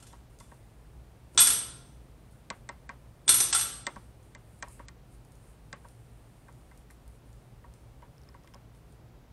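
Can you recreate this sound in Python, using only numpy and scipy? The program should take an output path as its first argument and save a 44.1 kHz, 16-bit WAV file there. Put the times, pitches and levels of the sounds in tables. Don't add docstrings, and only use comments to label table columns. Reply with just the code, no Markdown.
import sys
import numpy as np
from scipy import signal
from scipy.fft import rfft, irfft
from scipy.io import wavfile
from scipy.ndimage import uniform_filter1d

SR = 44100
rng = np.random.default_rng(int(sys.argv[2]) if len(sys.argv) > 2 else 0)


def wav_record(signal):
    frames = np.transpose(np.atleast_2d(signal))
    bounded = np.clip(frames, -1, 1)
    quanta = np.round(bounded * 32767).astype(np.int16)
    wavfile.write(sys.argv[1], SR, quanta)


def gain_from_db(level_db):
    decades = np.asarray(level_db, float) / 20
    return 10 ** decades


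N = 411012


def rms_one(x):
    return x / np.sqrt(np.mean(x ** 2) + 1e-20)


def coloured(x, points):
    hz, db = np.transpose(points)
    grid_hz = np.fft.rfftfreq(len(x), 1 / SR) + 1
    gain_db = np.interp(np.log(grid_hz), np.log(hz), db)
    return irfft(rfft(x) * gain_from_db(gain_db), len(x))


def clicks(times_s, db):
    out = np.full(N, 1e-18)
    out[np.round(np.asarray(times_s) * SR).astype(int)] += gain_from_db(db)
    return out


def ring(x, hz, t60_s):
    r = gain_from_db(-60 / (t60_s * SR))
    w = 2 * np.pi * hz / SR
    return signal.lfilter([0, np.sin(w)], [1, -2 * r * np.cos(w), r * r], x)


def resonance(x, hz, width_hz):
    r = np.exp(-np.pi * width_hz / SR)
    w = 2 * np.pi * hz / SR
    return signal.lfilter([(1 - r * r) / 2, 0, (r * r - 1) / 2], [1, -2 * r * np.cos(w), r * r], x)


def bandpass(x, low_hz, high_hz):
    return signal.sosfilt(signal.butter(2, [low_hz, high_hz], "band", fs=SR, output="sos"), x)


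def puff(t60_s, size):
    return rng.standard_normal(size) * gain_from_db(-60 * np.arange(size) / SR / t60_s)


def peak_one(x):
    return x / np.abs(x).max()


def add_at(out, start_s, burst):
    at = round(start_s * SR)
    out[at:at + len(burst)] += burst


def plates(crack_db, contact_s):
    # start_s, strength_db, part struck, extra_ring_db
    clanks = [(1.376, -7.5, "all", 14), (1.389, -7, "hub", 8.5), (1.407, -15.5, "web", 3.5),
              (1.417, -16.5, "rim", 3), (1.470, -12.5, "sleeve", 10), (1.502, -16, "sleeve", 1),
              (3.279, -13, "web", 11), (3.291, -7, "sleeve", 2.5), (3.315, -20, "rim", 0.5),
              (3.342, -15, "rim", 4.5), (3.385, -22.5, "hub", 10), (3.402, -13.5, "sleeve", 15.5),
              (3.527, -12, "all", 2), (3.548, -14, "hub", 13.5), (3.590, -19.5, "rim", -8.5),
              (3.610, -22, "sleeve", 5.5)]
    # start_s, strength_db, part struck, extra_ring_db
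    shifts = [
        (.001, -48.5, "hub", 0),
        (.025, -42.5, "hub", 14.5),
        (.067, -44, "rim", 3.5),
        (0.399, -44.5, "rim", 3),
    ]
    # mode_hz, level_db, t60_s
    modes = [(1342, -3.5, 0.055), (1400, -10, 0.14), (2448, -24, .1), (3486, -9.5, 0.2), (3457, 0.5, 0.022),
             (3665, -14.5, 0.08), (4256, -21.5, 0.06), (4600, -17.5, 0.15), (5390, -12.5, .05),
             (6034, -2, 0.18), (6646, -16, 0.076), (7095, -13.5, .08), (7665, -14, 0.074),
             (8150, -10.5, 0.15), (8387, -0.5, 0.12), (8485, -3.5, 0.16), (8860, -9, 0.11),
             (8804, -6.5, 0.086), (9000, -10, 0.25), (9170, -3.5, 0.089), (9472, -16, 0.08),
             (9960, -11, 0.051), (9850, -6, 0.11), (10540, -13, .08), (10940, -10.5, 0.16),
             (11310, -6, 0.11), (12600, -25.5, 0.16), (13560, -26.5, .18), (14200, -30.5, .18),
             (15100, -32, .1)]
    part_edges_hz = [2000, 5000, 7000]
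    parts = ["hub", "web", "sleeve", "rim"]
    passed_on_db = [-14, -10, -11, 3]
    # freq_hz, density_db (per Hz)
    crack_spectrum = [(150, -32), (400, -17), (700, -14), (1350, -6), (2200, -9.5), (3500, -5.5),
                      (5000, -5), (7000, -4.5), (8700, -3.5), (11300, -14.5), (12300, -20.5), (14000, -30),
                      (16000, -40.5)]
    shift_treble_db = -13

    rows = clanks + shifts
    times_s, strength_db = np.transpose([row[:2] for row in rows])
    chance = rng.standard_normal((len(rows), len(modes)))
    out = 0
    for k, (hz, db, t60_s) in enumerate(modes):
        part = np.searchsorted(part_edges_hz, hz)
        extra_db = np.array([more_db * (on == parts[part] or on == "all" and part < 3)
                             for _, _, on, more_db in rows])
        extra_db[len(clanks):] += shift_treble_db * (part > 1)
        hit_db = strength_db + passed_on_db[part] + extra_db + db - 7.5 + 2.0 * chance[:, k]
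        hits = resonance(clicks(times_s, hit_db), hz, 1 / contact_s)
        out = out + ring(hits, hz, min(t60_s, .22))
    size = 4096
    chatter = 1 - .8 * np.exp(-np.arange(size) / SR / .001)
    for s, db in zip(times_s, strength_db):
        crack = coloured(puff(.075, size) * chatter, crack_spectrum)
        add_at(out, s, gain_from_db(db + crack_db) * peak_one(crack))
    return out


def thuds():
    # start_s, peak_db
    landings = [
        (1.348, -36.5),
        (1.376, -33),
        (3.267, -42.5),
        (3.283, -29),
        (3.40, -40.5),
        (3.529, -44),
    ]
    low = bandpass(puff(0.13, 8192), 75, 500)
    return signal.fftconvolve(clicks(*np.transpose(landings)), peak_one(low))[:N]


def stand():
    # start_s, peak_db, snap_db, tilt_db (per octave)
    knocks = [(0.131, -44, -12, -9), (0.405, -44, -8, -7), (0.518, -45, -20, -11), (2.504, -28.5, -1, 1.5),
              (2.692, -30, -5, 0.5), (2.894, -31.5, -13.5, 6.5), (3.869, -24, 0.5, 4),
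              (3.962, -36.5, -17, -17), (4.351, -41, -3.5, 2.5), (4.627, -28.5, -4, 5.5),
              (4.673, -47, -20, -12), (4.796, -39.5, -30, -18), (4.886, -43.5, 3, 11),
              (5.73, -33, -4.5, -1.5), (5.848, -42.5, -25, -7.5), (6.485, -46.5, -18, -2.5),
              (6.715, -50, -12, 0.5), (6.904, -49, -11, 16.5), (7.642, -46, -31, -5),
              (8.023, -42, -23, -16), (8.345, -45, -17, -12), (8.476, -53, -6, 5), (8.538, -49, -25.5, -11),
              (8.55, -45.5, -21, -20), (8.441, -52.5, -24.5, -17.5), (8.289, -57, -15.5, 4)]
    # mode_hz, level_db, t60_s
    plastic_modes = [(199.3, -8.5, 0.065), (290.6, -21, 0.076), (568.4, -6.5, 0.055), (766, -19, 0.057),
                     (953, -2, 0.17), (1114, -3.5, .05), (860, -16.5, 0.086), (1328, -9.5, .03),
                     (1570, 1.5, .03), (1855, -1, .045), (2068, -2, 0.065), (2380, -8.5, 0.04),
                     (2757, -33, .025)]
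    swell_s = [0.0031, 0.0017]
    low_lag_s, early_share = .0045, 0.12

    out, size = np.zeros(N), 4096
    for s, db, snap_db, tilt_db in knocks:
        slip = puff(.016, size)
        slip = 0.6 * slip / np.sqrt(np.sum(slip ** 2)) + (np.arange(size) == 0)
        late = np.roll(slip, round(low_lag_s * SR))
        blows = [early_share * slip + late, slip]
        body = 0
        for k, (hz, mode_db, t60_s) in enumerate(plastic_modes):
            high = int(hz > 1400)
            swell = resonance(blows[high], hz, 1 / swell_s[high]) * (swell_s[high] * SR) ** .6
            level_db = mode_db + tilt_db * np.log2(max(hz, 940) / 1300)
            body = body + (-1) ** k * gain_from_db(level_db) * ring(swell, hz, min(t60_s, .06))
        snap = bandpass(puff(0.02, size), 3300, 9000)
        rattle = bandpass(puff(0.19, size), 250, 1600)
        knock = gain_from_db(db + 1.0) * peak_one(body) + gain_from_db(db - 9) * peak_one(rattle)
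        knock = knock + gain_from_db(db + snap_db + 4.5) * peak_one(snap)
        add_at(out, s - .002, knock)
    return out


def bottle():
    # start_s, peak_db, lower_mode_db
    flexes = [
        (8.181, -50, -9.5),
        (8.2165, -51, -9.5),
        (8.2353, -50, -12),
        (8.289, -47, -10),
        (8.4361, -52, -16),
        (8.446, -54, -16),
        (8.4746, -47.5, 12),
        (8.5384, -44.5, 3),
        (8.545, -39.5, -6),
        (8.749, -56, 4),
    ]
    low_hz, high_hz, width_hz = 3360, 5200, 420
    out = np.zeros(N)
    for s, db, low_db in flexes:
        snap = puff(0.0059, 1024)
        burst = gain_from_db(low_db) * resonance(snap, low_hz, width_hz) + resonance(snap, high_hz, width_hz)
        burst = burst + gain_from_db(-22) * resonance(snap, 8200, 3300)
        add_at(out, s, gain_from_db(db - 1.5) * peak_one(burst))
    return out


def ticks():
    # start_s, peak_db, centre_hz
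    clips = [(0.0301, -66, 8400), (0.0713, -53, 9450), (0.1294, -49, 6100), (0.388, -42, 8110),
             (0.5437, -51, 9100), (1.3477, -37.5, 7600), (1.361, -46, 5200), (4.2283, -51.5, 7100),
             (4.684, -39, 8600), (5.1492, -54, 3810), (5.2495, -50.5, 9400), (5.3203, -47, 8700),
             (5.3538, -49, 9750), (5.8855, -44, 9240), (6.5255, -49, 9500), (6.7496, -58, 2980),
             (6.7753, -46, 9330), (6.9082, -40, 9830), (7.0785, -44.5, 9400), (7.329, -50, 7000),
             (7.7383, -44.5, 9160), (8.9245, -50, 9100)]
    out = np.zeros(N)
    for s, db, hz in clips:
        burst = puff(.015, 1024)
        burst = resonance(burst, hz, 0.1 * hz) + 0.73 * resonance(burst, 0.71 * hz, .4 * hz)
        add_at(out, s, gain_from_db(db - 4.5) * peak_one(burst))
    return out


def cloth():
    # centre_hz, width_hz, level_db
    hiss_bands = [(2450, 1400, -7.5), (4412, 2700, -9), (7700, 2700, -8.5), (8925, 2200, 1),
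                  (9900, 4800, -6)]
    # peak_s, level_db, rise_s, fall_s
    swishes = [(.036, -63.5, 0.014, 0.0088), (.074, -67, 0.0068, 0.01), (.11, -77, .02, .18),
               (.302, -75, .008, .2), (0.399, -71.5, .012, .45), (1.36, -65, 0.041, 0.043),
               (1.9, -75, .1, .15), (2.312, -73.5, .01, .1), (2.558, -74, .05, .055), (4.0, -73.5, .1, .25),
               (4.24, -73.5, 0.031, .12), (4.728, -61.5, 0.054, 0.078), (4.6, -72, .3, .1),
               (5.14, -70, .07, 0.052), (5.5, -71, 0.27, .07), (5.91, -73.5, 0.47, 0.058),
               (6.79, -77.5, 0.046, 0.041), (6.92, -72, 0.027, .03), (7.16, -74, .17, 0.038),
               (7.26, -78.5, .03, 0.92), (7.75, -80, 0.078, 0.13), (8.48, -77, 0.07, 0.16),
               (8.76, -74.5, .03, 0.065), (8.93, -77.5, 0.091, 0.043)]
    # start_s, end_s, level_db
    chafing = [
        (.8, 1.36, -82),
        (2.0, 3.247, -80.5),
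        (5.897, 6.8, -77.5),
        (7.8, 8.33, -83.5),
    ]
    t = np.arange(N) / SR
    power = 0
    for s, db, rise_s, fall_s in swishes:
        drop_db = 12 * np.maximum((s - t) / rise_s, (t - s) / fall_s)
        power = power + gain_from_db(db - drop_db) ** 2
    for a, b, db in chafing:
        power = power + gain_from_db(db) ** 2 * np.interp(t, [a - .05, a, b, b + .05], [0, 1, 1, 0])
    grains = rng.standard_normal(N) * gain_from_db(2.2 * rng.exponential(1, N))
    hiss = 0
    for hz, width_hz, db in hiss_bands:
        hiss = hiss + gain_from_db(db) * rms_one(resonance(resonance(grains, hz, width_hz), hz, width_hz))
    return np.sqrt(power) * rms_one(hiss)


def ventilation():
    # freq_hz, density_db (per Hz)
    air_spectrum = [(12, -50), (20, -26), (42, -5.5), (65, -3), (85, -20), (116, -3), (192, -16.5),
                    (240, -16), (276, -18.5), (443, -21), (637, -23.5), (693, -24), (1650, -33.5),
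                    (9040, -47), (15800, -47)]
    # centre_hz, width_hz, rms_db
    hums = [(56.45, 14, -59), (109.27, 15, -64)]
    out = gain_from_db(-54.5) * rms_one(coloured(rng.standard_normal(N), air_spectrum))
    white = rng.standard_normal(N)
    for hz, width_hz, db in hums:
        out = out + gain_from_db(db) * rms_one(resonance(resonance(white, hz, width_hz), hz, width_hz))
    return out


def hall(x, build_s):
    # freq_hz, t60_s
    decay_points = [(100, 3.3), (500, .9), (1500, 0.63), (4000, .65), (8000, 0.49), (13000, 0.37)]
    hz, t60_s = np.transpose(decay_points)
    t, tail = np.arange(SR) / SR, 0
    for low_hz in 40 * 2. ** np.arange(9):
        band = bandpass(rng.standard_normal(SR), low_hz, min(2 * low_hz, .45 * SR))
        decay_s = np.interp(np.log(low_hz * 1.4), np.log(hz), t60_s)
        tail = tail + band * gain_from_db(-60 * t / decay_s)
    tail = tail * (1 - np.exp(-t / build_s))
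    return signal.fftconvolve(x, tail / np.sqrt(np.sum(tail ** 2)))[:N]


def scene():
    bar = plates(crack_db=0.5, contact_s=0.0013) + thuds()
    small, near = ticks(), stand() + bottle()
    wet = hall(bar + gain_from_db(1) * small + gain_from_db(-24.5) * near, build_s=0.0014)
    far = gain_from_db(-3.5) * bar + gain_from_db(-6.0) * wet
    return (far + near + small + gain_from_db(3) * cloth() + ventilation())[None]


def masked(x, below_db):
    def frame_power(v):
        return uniform_filter1d(v ** 2, size=1024)[:, 512::1024]

    edges_hz = np.arange(11900, 16200, 420)
    spectrum, hz = rfft(x), np.fft.rfftfreq(N, 1 / SR)
    whole = frame_power(np.diff(x, prepend=0))
    out = x
    for low_hz, high_hz in zip(edges_hz, edges_hz[1:]):
        band = irfft(spectrum * ((hz >= low_hz) & (hz < high_hz)), N)
        lost = np.repeat(frame_power(band) < whole * gain_from_db(below_db) ** 2, 1024, axis=1)
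        lost = np.pad(lost, [(0, 0), (0, 1024)])[:, :N]
        out = out - band * uniform_filter1d(lost * 1., size=128)
    return out


def dulled(bright, dry):
    dull_from_s = [1.371, 2.494, 2.685, 2.877, 3.261, 3.517, 3.838, 3.868, 4.349, 4.606, 4.861, 5.727]
    dull_s, dull_hz = .028, 8620
    dull = signal.sosfiltfilt(signal.ellip(10, .3, 35, dull_hz, fs=SR, output="sos"), dry)
    t = np.arange(N) / SR
    fade_s = [-.002, .001, dull_s + .001, dull_s + .004]
    share = np.max([np.interp(t - a, fade_s, [0, 1, 1, 0]) for a in dull_from_s], axis=0)
    return bright + share * (dull - bright)


def roll_off(x):
    return signal.sosfilt(signal.butter(12, 15950, fs=SR, output="sos"), x)


def record(dry):
    dry = signal.sosfilt(signal.cheby2(12, 30, 16000, fs=SR, output="sos"), dry)
    mix = dulled(masked(dry, below_db=-41), dry)
    return roll_off(mix)


dry = scene()
out = record(dry)
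wav_record(out)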